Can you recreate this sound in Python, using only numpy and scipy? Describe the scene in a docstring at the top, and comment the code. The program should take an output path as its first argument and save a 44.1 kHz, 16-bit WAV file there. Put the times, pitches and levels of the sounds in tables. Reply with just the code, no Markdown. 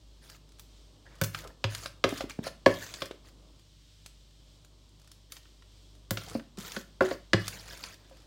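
"""A small kitchen: a plastic spoon scoops thick sauce from a plastic mixing bowl into foil cups.
The spoon knocks the loaded bowl, which rings and thumps, and scrapes along it in tiny slips.
The sauce plops; sauce films break and foil creases flip with a tick. The room adds a short tail.
Underneath, an appliance hums with a slow beat over soft room noise."""
import sys
import numpy as np
from scipy import signal
from scipy.fft import rfft, irfft, next_fast_len
from scipy.io import wavfile
from scipy.ndimage import uniform_filter1d

SR = 44100
rng = np.random.default_rng(int(sys.argv[2]) if len(sys.argv) > 2 else 0)


def master(y):
    """Save y as 16-bit WAV."""
    cut = np.clip(np.atleast_2d(y).T, -1, 1)
    pcm = np.round(cut * 32767)  # scale
    wavfile.write(sys.argv[1], SR, pcm.astype(np.int16))


N = 364266
TIME_S = np.arange(N) / SR
AGE_S = TIME_S[:SR // 2]   # since contact


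def from_db(db):
    """Decibels to gain."""
    return np.exp(np.asarray(db) * (np.log(10) / 20))


def unit_rms(x):
    """Scale to rms 1."""
    return x / np.sqrt(np.mean(x ** 2) + 1e-20)


def decay(t60_s):
    """Exponential decay from contact."""
    return np.exp(-np.log(1000) * AGE_S / max(t60_s, 1e-3))


def at_hz(points, hz):
    """Table lookup on a log-frequency axis."""
    freq_hz, value = np.transpose(points)
    return np.interp(np.log(np.maximum(hz, 1)), np.log(freq_hz), value)


def coloured(x, spectrum):
    """Spectral shaping; rms 1."""
    size = next_fast_len(len(x))
    gain = from_db(at_hz(spectrum, np.arange(size // 2 + 1) * SR / size))
    return unit_rms(irfft(rfft(x, size) * gain, size)[:len(x)])


def butter(x, hz, kind="low", order=2):
    """Butterworth filter."""
    return signal.sosfilt(signal.butter(order, np.clip(hz, 10, SR / 2.1), kind, fs=SR, output="sos"), x)


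def drift(rate_hz):
    """Random wander, spread about 1."""
    knots = rng.standard_normal(int(N / SR * rate_hz) + 2)
    return np.interp(TIME_S * rate_hz, np.arange(len(knots)), knots)


def add(out, start_s, sound):
    """Mix in at start_s."""
    i = max(round(start_s * SR), 0)
    out[i:i + len(sound)] += sound[:max(N - i, 0)]


def burst(spectrum, top_hz, t60_s, shiver_db, shiver_t60_s):
    """Contact noise: fast crack, weaker shiver."""
    noise = unit_rms(butter(coloured(rng.standard_normal(len(AGE_S)), spectrum), top_hz))
    return noise * (decay(t60_s) + from_db(shiver_db) * decay(shiver_t60_s))


def sagging_tone(hz, t60_s, sag, settle_s, rise_s):
    """A soft body swells into vibration, starts sharp and settles to pitch."""
    pitch_hz = hz * (1 + sag * np.exp(-AGE_S / settle_s))
    attack = 1 - np.exp(-(AGE_S / rise_s) ** 2)
    return np.sin(2 * np.pi * np.cumsum(pitch_hz) / SR) * decay(t60_s) * attack


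# air hiss spectrum: freq_hz, gain_db
AIR_SPECTRUM = [(60, -13.5), (130, -4), (300, -7), (700, -17.5), (1900, -15), (2600, -12), (3200, -5),
                (5300, -8), (6500, -13), (8400, -14.5), (10000, -24.5), (16000, -27)]
# low wash spectrum: freq_hz, gain_db
WASH_SPECTRUM = [(100, -2.5), (170, -5.5), (250, -4), (298, 0.5), (335, -3.5), (500, -8.5), (600, -6.5),
                 (720, -14), (1100, -13), (2000, -35.5), (8000, -59)]
# low wash envelope: time_s, level_db
WASH_LEVELS = [(0, -68.5), (1.1, -63.5), (3.5, -62.5), (3.8, -76.5), (4.6, -67), (5.3, -70), (6, -66),
               (8.26, -63.5)]


def room_noise(air_db=-66, flutter_db=1.5, rumble_db=-69):
    """Soft hiss of air, low rumble and a swelling wash."""
    air = from_db(air_db + flutter_db * drift(6.4)) * coloured(rng.standard_normal(N), AIR_SPECTRUM)
    rumble = from_db(rumble_db) * unit_rms(butter(rng.standard_normal(N), [60, 150], "band"))
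    wash_db = np.interp(TIME_S, *np.transpose(WASH_LEVELS))
    wash = from_db(wash_db) * coloured(rng.standard_normal(N), WASH_SPECTRUM)
    return air + rumble + wash


# low appliance hum, then two faint room tones: pitch_hz, rms_db
STEADY_TONES = [(48.6, -78), (51.3, -57), (100, -69), (103, -77), (135, -78.5), (153, -73), (295, -83),
                (606, -87.5)]


def hum_and_room_tones(waver_rad_at_50hz=0.15, throb_db=2.0):
    """Low appliance hum, its lowest pair beating, and two faint room tones; all waver."""
    out = 0
    for pitch_hz, rms_db in STEADY_TONES:
        phase = 2 * np.pi * pitch_hz * TIME_S + waver_rad_at_50hz * pitch_hz / 50 * drift(3.9)
        out += from_db(rms_db + throb_db * drift(7.2)) * np.sqrt(2) * np.sin(phase)
    return out


# room tail spectrum: freq_hz, gain_db
TAIL_SPECTRUM = [(60, -14.5), (250, -10), (550, -7.5), (900, -11.5), (1800, -9), (4500, -9), (14000, -6)]
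# room tail decay: freq_hz, t60_s
TAIL_DECAY = [(100, 0.66), (250, 0.19), (500, 0.17), (2000, 0.36), (6000, 0.18), (14000, 0.216)]


def kitchen_reverb(x, rise_s=0.0045):
    """Diffuse reflections build fast and die band by band."""
    tail, edges_hz = 0, np.geomspace(30, 21000, 12)
    for low_hz, high_hz in zip(edges_hz, edges_hz[1:]):
        band = butter(rng.standard_normal(len(AGE_S)), [low_hz, high_hz], "band")
        tail += band * decay(at_hz(TAIL_DECAY, np.sqrt(low_hz * high_hz)))
    response = rfft(tail * (1 - np.exp(-(AGE_S / rise_s) ** 2)), SR)   # 1 Hz bins
    flat = response / np.sqrt(uniform_filter1d(np.abs(response) ** 2, size=45) + 1e-3)
    gain = from_db(at_hz(TAIL_SPECTRUM, np.arange(len(flat))))
    impulse = irfft(flat * gain, SR)[:len(AGE_S)]
    return signal.fftconvolve(x, impulse)[:N]


def sauce_resonances(x, spread_db=3.0, rate_hz=100, bands=12):
    """Shifting sauce lifts and drops each band independently; rms 1."""
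    out, edges_hz = 0, np.geomspace(250, 16500, bands + 1)
    for band_hz in zip(edges_hz, edges_hz[1:]):
        out += butter(x, band_hz, "band") * from_db(spread_db * np.clip(drift(rate_hz), -2, 2))
    return unit_rms(out + butter(x, edges_hz[0]))


def drag_db(time_s, start_s, level_db, ease_db_per_s=5.5):
    """Stroke level: pressure eases as the spoon fills."""
    return level_db - ease_db_per_s * (time_s - start_s)


# friction spectrum: freq_hz, gain_db
SCRAPE_SPECTRUM = [(100, -0.5), (300, -4), (550, 1.5), (820, -4), (1200, -0.5), (1700, 1), (2600, -2.5),
                   (4700, -0.5), (7000, -3.5), (9000, -5), (16000, 4)]
# drags through sauce or over foil: start_s, end_s, level_db, top_hz
SPOON_STROKES = [(0.224, 0.367, -58, 7100), (1.059, 1.22, -59.5, 2060), (1.335, 1.417, -47.5, 7500),
                 (1.41, 1.513, -50, 1060), (1.70, 1.876, -47, 7150), (2.08, 2.233, -45.5, 6500),
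                 (2.297, 2.317, -43.5, 5700), (2.435, 2.486, -41, 4550), (2.698, 3.072, -47, 6400),
                 (3.245, 3.30, -61, 6020), (5.305, 5.39, -59, 8000), (6.171, 6.383, -51, 6920),
                 (6.271, 6.336, -48, 960), (6.584, 6.812, -47.5, 7100), (7.017, 7.147, -45, 5540),
                 (7.395, 7.945, -48, 6200), (7.992, 8.257, -66, 4980)]


def scrapes(slips_per_s=1500, size_db=2.5, judder_db=2.0, edge_s=0.023, smear=0.54):
    """Spoon on wet plastic: dense tiny slips under an unsteady hand."""
    sizes = from_db(size_db * np.minimum(rng.exponential(1, N), 4)) * rng.choice([-1, 1], N)
    slips = unit_rms(sizes * (rng.random(N) < slips_per_s / SR)) + smear * rng.standard_normal(N)
    friction = coloured(sauce_resonances(slips), SCRAPE_SPECTRUM) * from_db(judder_db * drift(60))
    out = np.zeros(N)
    for start_s, end_s, level_db, top_hz in SPOON_STROKES:
        span = (TIME_S > start_s - edge_s) & (TIME_S < end_s + edge_s)
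        time_s = TIME_S[span]
        touch = np.clip(np.minimum(time_s - start_s, end_s - time_s) / edge_s + .5, 0, 1)
        pressure = from_db(drag_db(time_s, start_s, level_db))
        out[span] += unit_rms(butter(friction[span], top_hz)) * touch * pressure
    return out


def random_ticks(idle_per_s=3, idle_db=-61, drag_per_s=26, over_drag_db=1.5, spread_db=4, top_hz=9450):
    """Rows of lesser snaps: sparse as foil settles, dense under the dragging spoon."""
    ticks = [(at_s, idle_db) for at_s in rng.uniform(0, N / SR, int(idle_per_s * N / SR))]
    for start_s, end_s, level_db, _ in SPOON_STROKES:
        times_s = rng.uniform(start_s, end_s, round(drag_per_s * (end_s - start_s)))
        ticks += [(at_s, drag_db(at_s, start_s, level_db) + over_drag_db) for at_s in times_s]
    return [(at_s, db + spread_db * rng.standard_normal(), top_hz) for at_s, db in ticks]


# snap spectrum: freq_hz, gain_db
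SNAP_SPECTRUM = [(200, -19.5), (600, -10), (900, -11), (1400, 1), (2100, -5), (3100, -1.5), (4500, -0.5),
                 (7000, -1.5), (9000, -4.5), (12000, -4), (16000, -1)]
# prominent foil and sauce snaps: start_s, level_db, top_hz
MAIN_SNAPS = [(.299, -45, 11000), (0.5953, -43, 15000), (1.214, -25.5, 18900), (1.2371, -26.5, 19300),
              (1.2435, -29.5, 16000), (1.3472, -28.5, 2820), (1.7490, -29.5, 8200), (1.859, -30.5, 4430),
              (2.2080, -32.5, 3830), (2.477, -35.5, 5922), (2.8652, -42, 6000), (2.9397, -32.5, 5700),
              (3.1115, -40.5, 3430), (4.0613, -41, 10100), (4.648, -54.5, 11000), (5.1163, -47.5, 11900),
              (5.321, -36, 13000), (5.367, -42.5, 5500), (5.455, -55, 2000), (5.623, -52.5, 3500),
              (6.1077, -25.5, 18960), (6.396, -42, 2000), (6.5729, -44.5, 6800), (6.7194, -35.5, 7000),
              (7.4800, -27.5, 12900), (7.8378, -32, 4760)]


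def snaps(ring_db=-5, ring_t60_s=0.015):
    """Foil creases flip and sauce films break, each ringing briefly at four pitches."""
    out = np.zeros(N)
    for start_s, level_db, top_hz in MAIN_SNAPS + random_ticks():
        pitches_hz = np.geomspace(1300, 6500, 4) * 2 ** rng.uniform(-.3, .3, 4)
        ring = sum(np.sin(2 * np.pi * hz * AGE_S) for hz in pitches_hz) / 2 * decay(ring_t60_s)
        crack = burst(SNAP_SPECTRUM, top_hz, t60_s=0.026, shiver_db=-22, shiver_t60_s=.07)
        add(out, start_s, from_db(level_db) * (crack + from_db(ring_db) * butter(ring, top_hz)))
    return out


# sauce plops and low thumps of the knocked bowl: start_s, level_db, pitch_hz, t60_s
PLOPS_AND_THUMPS = [(1.216, -18, 147, 0.077), (1.858, -32, 555, 0.036), (2.046, -33.5, 401, 0.35),
                    (2.124, -19.5, 273, 0.03), (2.206, -26, 537, 0.055), (2.239, -23.5, 270, 0.027),
                    (2.3886, -13.5, 225, .024), (2.467, -18.5, 518, .018), (3.110, -20.5, 330, 0.0092),
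                    (6.112, -22, 183, 0.052), (6.351, -23.5, 510, 0.031), (6.3515, -21.5, 228, 0.075),
                    (6.579, -26.5, 193, 0.054), (6.767, -30, 209, .073), (7.015, -19.5, 374.6, 0.21),
                    (7.335, -12, 189.6, 0.062), (7.340, -12, 340, 0.045), (8.111, -45, 524, 0.089)]


def plops_and_thumps(noise_db=-10):
    """Sauce plops and the loaded bowl thumps under the spoon: a falling tone plus dull noise."""
    out = np.zeros(N)
    for start_s, level_db, pitch_hz, t60_s in PLOPS_AND_THUMPS:
        band = butter(rng.standard_normal(len(AGE_S)), [pitch_hz * 0.37, pitch_hz * 2.0], "band")
        noise = unit_rms(band) * decay(t60_s * 1.1)
        tone = sagging_tone(pitch_hz, t60_s, sag=1.0, settle_s=0.0014, rise_s=0.0015)
        add(out, start_s, from_db(level_db) * (tone + from_db(noise_db) * noise))
    return out


# dense small modes, blurred by sauce: freq_hz, gain_db
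BLUR_SPECTRUM = [(100, -18.5), (300, 1), (560, 0.5), (850, -9), (1700, -8), (3000, -17.5), (6000, -28.5),
                 (14000, -38.5)]
# loaded wall modes: pitch_hz, level_db, t60_s
WALL_MODES = [(172, -24, 0.19), (258.7, -14, 0.12), (330, -13.5, 0.094), (382, -14.5, 0.15),
              (449.8, -9.5, 0.039), (538.2, -1, 0.048), (610.5, -5, 0.042), (724, -12, 0.04),
              (950, -13.5, 0.038), (1097, -12.5, 0.056), (1535, -14, 0.022), (1682, -15.5, 0.06),
              (2036, -17, 0.033), (2770, -23.5, 0.016), (3366, -25.5, .035)]


def bowl_wall(tuning, lag_s_at_500hz=.0016, spread_db=0.66, blur_db=-20, blur_t60_s=0.15):
    """Bending waves in the wall; low modes arrive after high ones."""
    out = from_db(blur_db) * coloured(rng.standard_normal(len(AGE_S)), BLUR_SPECTRUM) * decay(blur_t60_s)
    for k, (pitch_hz, level_db, t60_s) in enumerate(WALL_MODES):
        mode = np.sin(2 * np.pi * pitch_hz * tuning * AGE_S) * decay(t60_s)
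        lag_s = lag_s_at_500hz * np.sqrt(500 / pitch_hz)
        gain = (-1) ** k * from_db(level_db + spread_db * rng.standard_normal())
        out += gain * np.interp(AGE_S - lag_s, AGE_S, mode, left=0)
    return out


# impact spectrum: freq_hz, gain_db
CRACK_SPECTRUM = [(300, -4), (620, -2.5), (850, -8.5), (1400, 1), (2200, -3), (3500, -0.5), (5000, -1),
                  (7000, -9), (9000, -16), (16000, -10.5)]
# spoon on bowl: start_s, ring_db, crack_db, crack_top_hz, boom_db, lead_hz, lead_db
SPOON_KNOCKS = [(1.2142, -24.5, -25, 4700, -24, 1490, -20.5), (1.641, -27, -20.5, 4260, -21, 1390, -31),
                (2.0400, -13, -18, 5360, -30, 1223, -17.5), (2.6608, -4.5, -17.5, 4230, -27, 1680, -19),
                (3.0196, -29.5, -28, 4610, -46.5, 1072, -25), (6.1079, -28, -30.5, 5770, -27.5, 1450, -36),
                (6.1718, -39.5, -28.5, 5870, -44, 1384, -27), (6.7645, -29.5, -30, 3800, -50.5, 1445, -25),
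                (7.0074, -12.5, -23, 1470, -39, 1390, -11.5), (7.1110, -23.5, -31.5, 2050, -53, 683, -25.5),
                (7.3327, -19.5, -13.5, 4600, -19, 1690, -13)]


def knocks(grip_detune=0.015):
    """Each blow cracks, rings the wall and booms the bowl; the struck spot favours one lead mode."""
    out = np.zeros(N)
    boom = sagging_tone(hz=106.0, t60_s=0.2, sag=0.063, settle_s=0.0074, rise_s=0.0062)
    for start_s, ring_db, crack_db, crack_top_hz, boom_db, lead_hz, lead_db in SPOON_KNOCKS:
        ring = bowl_wall(tuning=1 + grip_detune * rng.uniform(-0.9, 1))
        crack = burst(CRACK_SPECTRUM, crack_top_hz, t60_s=0.03, shiver_db=-23, shiver_t60_s=0.067)
        lead = sagging_tone(lead_hz, t60_s=0.03, sag=0.036, settle_s=0.0077, rise_s=0.001)
        body = from_db(ring_db) * ring + from_db(boom_db) * boom + from_db(lead_db) * lead
        add(out, start_s, body + from_db(crack_db) * crack)
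    return out


def scene():
    """Spoon work, its reverb and the background; mono."""
    spoon = knocks() + plops_and_thumps() + snaps() + scrapes()
    return (spoon + kitchen_reverb(spoon) + hum_and_room_tones() + room_noise())[None]


def record(dry, low_hz=47, top_hz=16000):
    """Microphone band limits: deepest bass and top cut steeply."""
    thinned = butter(dry, low_hz, "high", order=8)
    return signal.sosfilt(signal.ellip(10, .1, 80, top_hz, fs=SR, output="sos"), thinned)


dry = scene()
out = record(dry)
master(out)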